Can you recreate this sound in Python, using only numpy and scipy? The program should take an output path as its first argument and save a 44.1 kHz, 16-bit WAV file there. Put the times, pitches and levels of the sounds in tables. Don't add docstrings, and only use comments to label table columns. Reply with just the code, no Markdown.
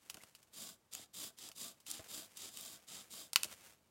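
import sys
import numpy as np
from scipy import signal
from scipy.fft import rfft, irfft
from scipy.io import wavfile
from scipy.ndimage import uniform_filter1d

SR = 44100
rng = np.random.default_rng(int(sys.argv[2]) if len(sys.argv) > 2 else 0)


def digitize_waveform(pressure):
    field = np.atleast_2d(pressure).T
    bounded = np.clip(field, -1, 1)
    quanta = np.round(bounded * 32767).astype(np.int16)
    wavfile.write(sys.argv[1], SR, quanta)


N = 171990


def undb(db):
    return 10 ** (np.asarray(db) / 20)


def unit(x):
    return x / np.sqrt(np.mean(x ** 2) + 1e-20)


def walk(hz):
    hold = max(int(SR / hz), 2)
    return 0.99 * uniform_filter1d(rng.standard_normal(N)[np.arange(N) // hold], hold)


def low_cut(x, hz):
    return signal.sosfilt(signal.butter(2, hz, "high", fs=SR, output="sos"), x)


def colour(x, points):
    hz, db = np.array(points, float).T
    size = 4096
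    f = np.maximum(np.fft.rfftfreq(size, 1 / SR), 1)
    gain_db = np.interp(np.log(f), np.log(hz), db) - 10 * np.log10(1 + (hz[0] / 2 / f) ** 2)
    cepstrum = irfft(np.log(undb(gain_db)))
    cepstrum[1:size // 2] *= 2
    cepstrum[size // 2 + 1:] = 0
    response = irfft(np.exp(rfft(cepstrum)))
    return signal.fftconvolve(x, response / np.linalg.norm(response))[:N]


def ring(x, modes, ratio=1):
    t = np.arange(SR // 10) / SR
    response = 0
    for k, (hz, width, db) in enumerate(modes):
        envelope = undb(db) * width * np.exp(-np.pi * width * t)
        response += (-1) ** k * envelope * np.cos(2 * np.pi * hz * ratio * t)
    return signal.fftconvolve(x, response / np.linalg.norm(response))[:N]


def grains(per_s, spread_db):
    size = undb(spread_db * np.minimum(rng.exponential(size=N), 5))
    return unit((rng.random(N) < per_s / SR) * size * rng.choice([-1, 1], N))


def burst(start, decay, click=0):
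    t = np.arange(SR // 10) / SR
    spray = rng.standard_normal(len(t)) * np.exp(-t / decay)
    spray[0] += click
    spray *= np.sqrt(decay * SR / 2) / np.linalg.norm(spray)
    return np.pad(spray, (max(int(start * SR), 0), N))[:N]


def night_air():
    # frequency in Hz, level in dB.
    hush = [(45, -5.5), (80, 0), (170, -1.5), (500, -8), (1000, -9.5), (1600, -16.5), (8000, -21),
            (16000, -27)]
    return undb(-75.5) * colour(rng.standard_normal(N), hush)


def rustle():
    # time in seconds, level in dB.
    handling = [(0, -70.5), (.12, -66), (.21, -62), (.31, -73), (.5, -75.5), (.85, -89), (1.8, -78),
                (2.05, -58), (2.301, -68.5), (2.84, -70.5), (3.029, -63), (3.32, -73), (3.38, -53.5),
                (3.482, -59.5), (3.515, -48.5), (3.559, -61), (3.731, -65), (3.78, -80.5)]
    # frequency in Hz, level in dB.
    spectrum = [(35, -43), (60, -2), (380, -2.5), (458, 0.5), (882, -3.5), (2840, -2), (4120, -5.5),
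                (7750, -3.5), (16000, -10.5)]
    db = np.interp(np.arange(N) / SR, *np.array(handling).T) + 3.07 * walk(hz=59.8)
    return colour(grains(per_s=3800, spread_db=3.5) * undb(db), spectrum)


def cracks():
    # start in seconds, level in dB, decay in seconds, wood ring relative to that level in dB.
    fractures = [ (0.0986, -41, 0.0062, -2), (.1432, -43.5, .003, -6), (0.17, -48, .0015, -2),
                 (.2355, -50, .003, -5), (.350, -53.5, 0.0085, -5.5), (0.429, -58.5, .005, -9),
                 (0.9356, -34, 0.0016, -23), (0.9504, -34, .0017, -8), (1.149, -52, 0.0034, -9),
                 (1.387, -47, .004, -24), (1.488, -43.5, .003, -17), (1.516, -54, 0.0079, 0),
                 (1.802, -60, 0.0096, -12), (1.865, -47, .005, -8.5), (1.903, -30, 0.00082, -22),
                 (1.9117, -33.5, 0.00074, -19), (1.9141, -28.5, 0.00098, -32), (2.371, -45.5, 0.0084, -21),
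                 (2.572, -40, .003, -9.5), (2.587, -45, 0.0034, -14), (2.6104, -37, 0.0014, -27),
                 (3.3323, -30.5, 0.0023, -10.5), (3.359, -17, 0.0024, 1), (3.4326, -24.5, 0.00095, -9),
                 (3.4338, -15.5, 0.00037, -9), (3.4438, -37.5, 0.0069, -7)]
    # frequency in Hz, level in dB.
    spectrum = [(450, -18.5), (850, -5.5), (1800, -8.5), (3000, 0.5), (5500, 2.5), (9500, 2.5), (11500, -2),
                (16000, -4)]
    # frequency in Hz, width in Hz, level in dB.
    wood_modes = [(1090, 140, -6), (1355, 130, -2.5), (2050, 400, -9), (2600, 170, 2.5), (3006, 140, 4),
                  (3500, 160, -4.5), (4595, 220, -2), (5650, 280, -3)]
    splinters, kicks = np.zeros((2, N))
    for start, db, decay, ring_db in fractures:
        spray = undb(db) * burst(start, decay, click=1.8)
        if decay < .0019:
            spray = low_cut(spray, hz=4200)
        splinters += spray
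        kicks[int(start * SR)] += undb(db + ring_db) * np.sqrt(decay * SR / 2)
    wood = low_cut(ring(kicks, wood_modes), hz=790)
    return colour(splinters, spectrum) + wood


def bumps():
    # start in seconds, level in dB, decay in seconds.
    knocks = [(.146, -54, 0.011), (.172, -49.5, 0.0048), (0.235, -51, 0.0047), (0.993, -56, 0.0087),
              (1.494, -56.5, 0.011), (1.994, -47, 0.01), (3.451, -53.5, 0.014)]
    # frequency in Hz, level in dB.
    spectrum = [(60, -6), (150, -1), (240, -2), (450, -6.5), (650, 0.5), (950, -12), (2000, -16),
                (8000, -39)]
    return colour(sum(undb(db) * burst(start, decay) for start, db, decay in knocks), spectrum)


def squeaks():
    # start in seconds, level in dB, first and last pitch in Hz.
    glides = [(.2, -60, 1900, 2300), (1.016, -64, 1800, 2400)]
    length_s = .022
    t, out = np.arange(N) / SR, 0
    waver = 1 + .08 * walk(hz=SR / 20)
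    for start, db, from_hz, to_hz in glides:
        travel = np.clip((t - start) / length_s, 0, 1)
        hz = (from_hz + (to_hz - from_hz) * travel) * waver
        out += undb(db) * np.sin(np.pi * travel) * np.sin(2 * np.pi * np.cumsum(hz) / SR)
    return out


def sawing():
    # start and length in seconds, level in dB, loudest point from 0 to 1,
    # sag half a stroke from there in dB, relative stick ring in dB, top tooth rate in Hz, push 1 or pull 0.
    strokes = [ (0.522, 0.2514, -51, 0.42, 17, -12, 230, 1), (0.91, 0.16, -55.5, 0.24, 3.5, -12.5, 260, 0),
               (1.129, .189, -47, 0.46, 14, -14.5, 250, 1), (1.364, 0.1538, -53, 0.51, 12.5, -12.5, 360, 0),
               (1.545, .206, -47.5, .43, 22, -14, 250, 1), (1.856, .17, -52.5, 0.38, 6, -13.5, 300, 0),
               (2.071, 0.2168, -48.5, 0.42, 16.5, -13, 310, 1),
               (2.352, 0.1685, -51, 0.5, 12, -14.5, 400, 0), (2.502, 0.29, -53, 0.5, 9, -12.5, 260, 1),
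               (2.867, 0.2, -52.5, .36, 11.5, -11.5, 190, 0), (3.096, .202, -52, .34, 10, -13.5, 320, 1)]
    # frequency in Hz, level in dB.
    push_rasp = [(90, -5), (200, 0.5), (900, -5.5), (1700, -10), (3400, -2), (6200, -3), (7500, 1),
                 (10500, -3), (13000, -4.5), (16000, -7.5)]
    pull_rasp = [(90, -1.5), (250, 0), (1000, -3), (1900, -5), (3100, 2), (5800, 0), (7500, 3),
                 (11000, -2.5), (16000, -9.5)]
    # frequency in Hz, width in Hz, level in dB.
    stick_modes = [(233, 143, -6), (670, 46, 3), (1148, 69, -5), (1520, 100, -3.5)]
    blade_modes = [(3170, 190, -3), (3720, 230, 0), (4850, 220, 1), (7350, 400, -1)]
    bite_s, release_s, ring_lag_s = 0.016, 0.031, 0.015
    fibres_per_s, spread_db, chatter_hz = 7800, 2.5, 200.4
    shelf_db, shelf_hz = -5.5, 1100
    turn_speed, tooth_jitter, tooth_grip = .4, 0.089, 0.19
    t, out = np.arange(N) / SR, 0
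    for direction, rasp, mode_ratio in ((1, push_rasp, 1), (0, pull_rasp, 1.12)):
        tearing, ringing, tooth_hz = np.zeros((3, N))
        for start, length, db, loudest, sag_db, ring_db, top_hz, push in strokes:
            if push == direction:
                travel = np.clip((t - start) / length, 0, 1)
                contact = np.clip(np.minimum((t - start) / bite_s, (start + length - t) / release_s), 0, 1)
                effort = contact * undb(db - sag_db * (2 * (travel - loudest)) ** 2)
                tearing += effort
                ringing += undb(ring_db) * np.interp(t - ring_lag_s, t, effort)
                speed = turn_speed + (1 - turn_speed) * np.sin(np.pi * travel)
                tooth_hz += (contact > 0) * top_hz * speed
        tooth_hz *= 1 + tooth_jitter * walk(chatter_hz)
        teeth = np.sin(2 * np.pi * np.cumsum(tooth_hz) / SR)
        chatter = undb(1.77 * walk(chatter_hz))
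        fibres = unit(grains(fibres_per_s, spread_db) * chatter * (1 + tooth_grip * teeth))
        shelved_rasp = [(hz, db + shelf_db / (1 + (hz / shelf_hz) ** 2)) for hz, db in rasp]
        stick = ring(fibres * ringing, stick_modes, mode_ratio)
        purr = undb(-4.5) * teeth * chatter * ringing
        blade = undb(-5) * ring(grains(fibres_per_s, spread_db) * chatter * tearing, blade_modes)
        out += colour(fibres * tearing, shelved_rasp) + stick + purr + blade
    return out


def campsite(x):
    delay_s, tarp_decay_s, trees_t60_s = 0.0067, 0.0079, 0.37
    t = np.arange(SR // 2) / SR
    tarp = rng.standard_normal(len(t)) * np.exp(-t / tarp_decay_s)
    trees = rng.standard_normal(len(t)) * np.exp(-np.log(1000) * t / trees_t60_s)
    response = undb(-14.5) * tarp / np.linalg.norm(tarp) + undb(-21.5) * trees / np.linalg.norm(trees)
    return x + signal.fftconvolve(x, np.pad(response, (int(delay_s * SR), 0)))[:N]


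def scene():
    mono = campsite(sawing() + cracks() + bumps() + rustle() + squeaks()) + night_air()
    return np.array([mono, mono])


def record(dry):
    top_cut = signal.ellip(10, .2, 80, 16000, fs=SR, output="sos")
    return signal.sosfilt(top_cut, low_cut(dry, hz=55))


dry = scene()
out = record(dry)
digitize_waveform(out)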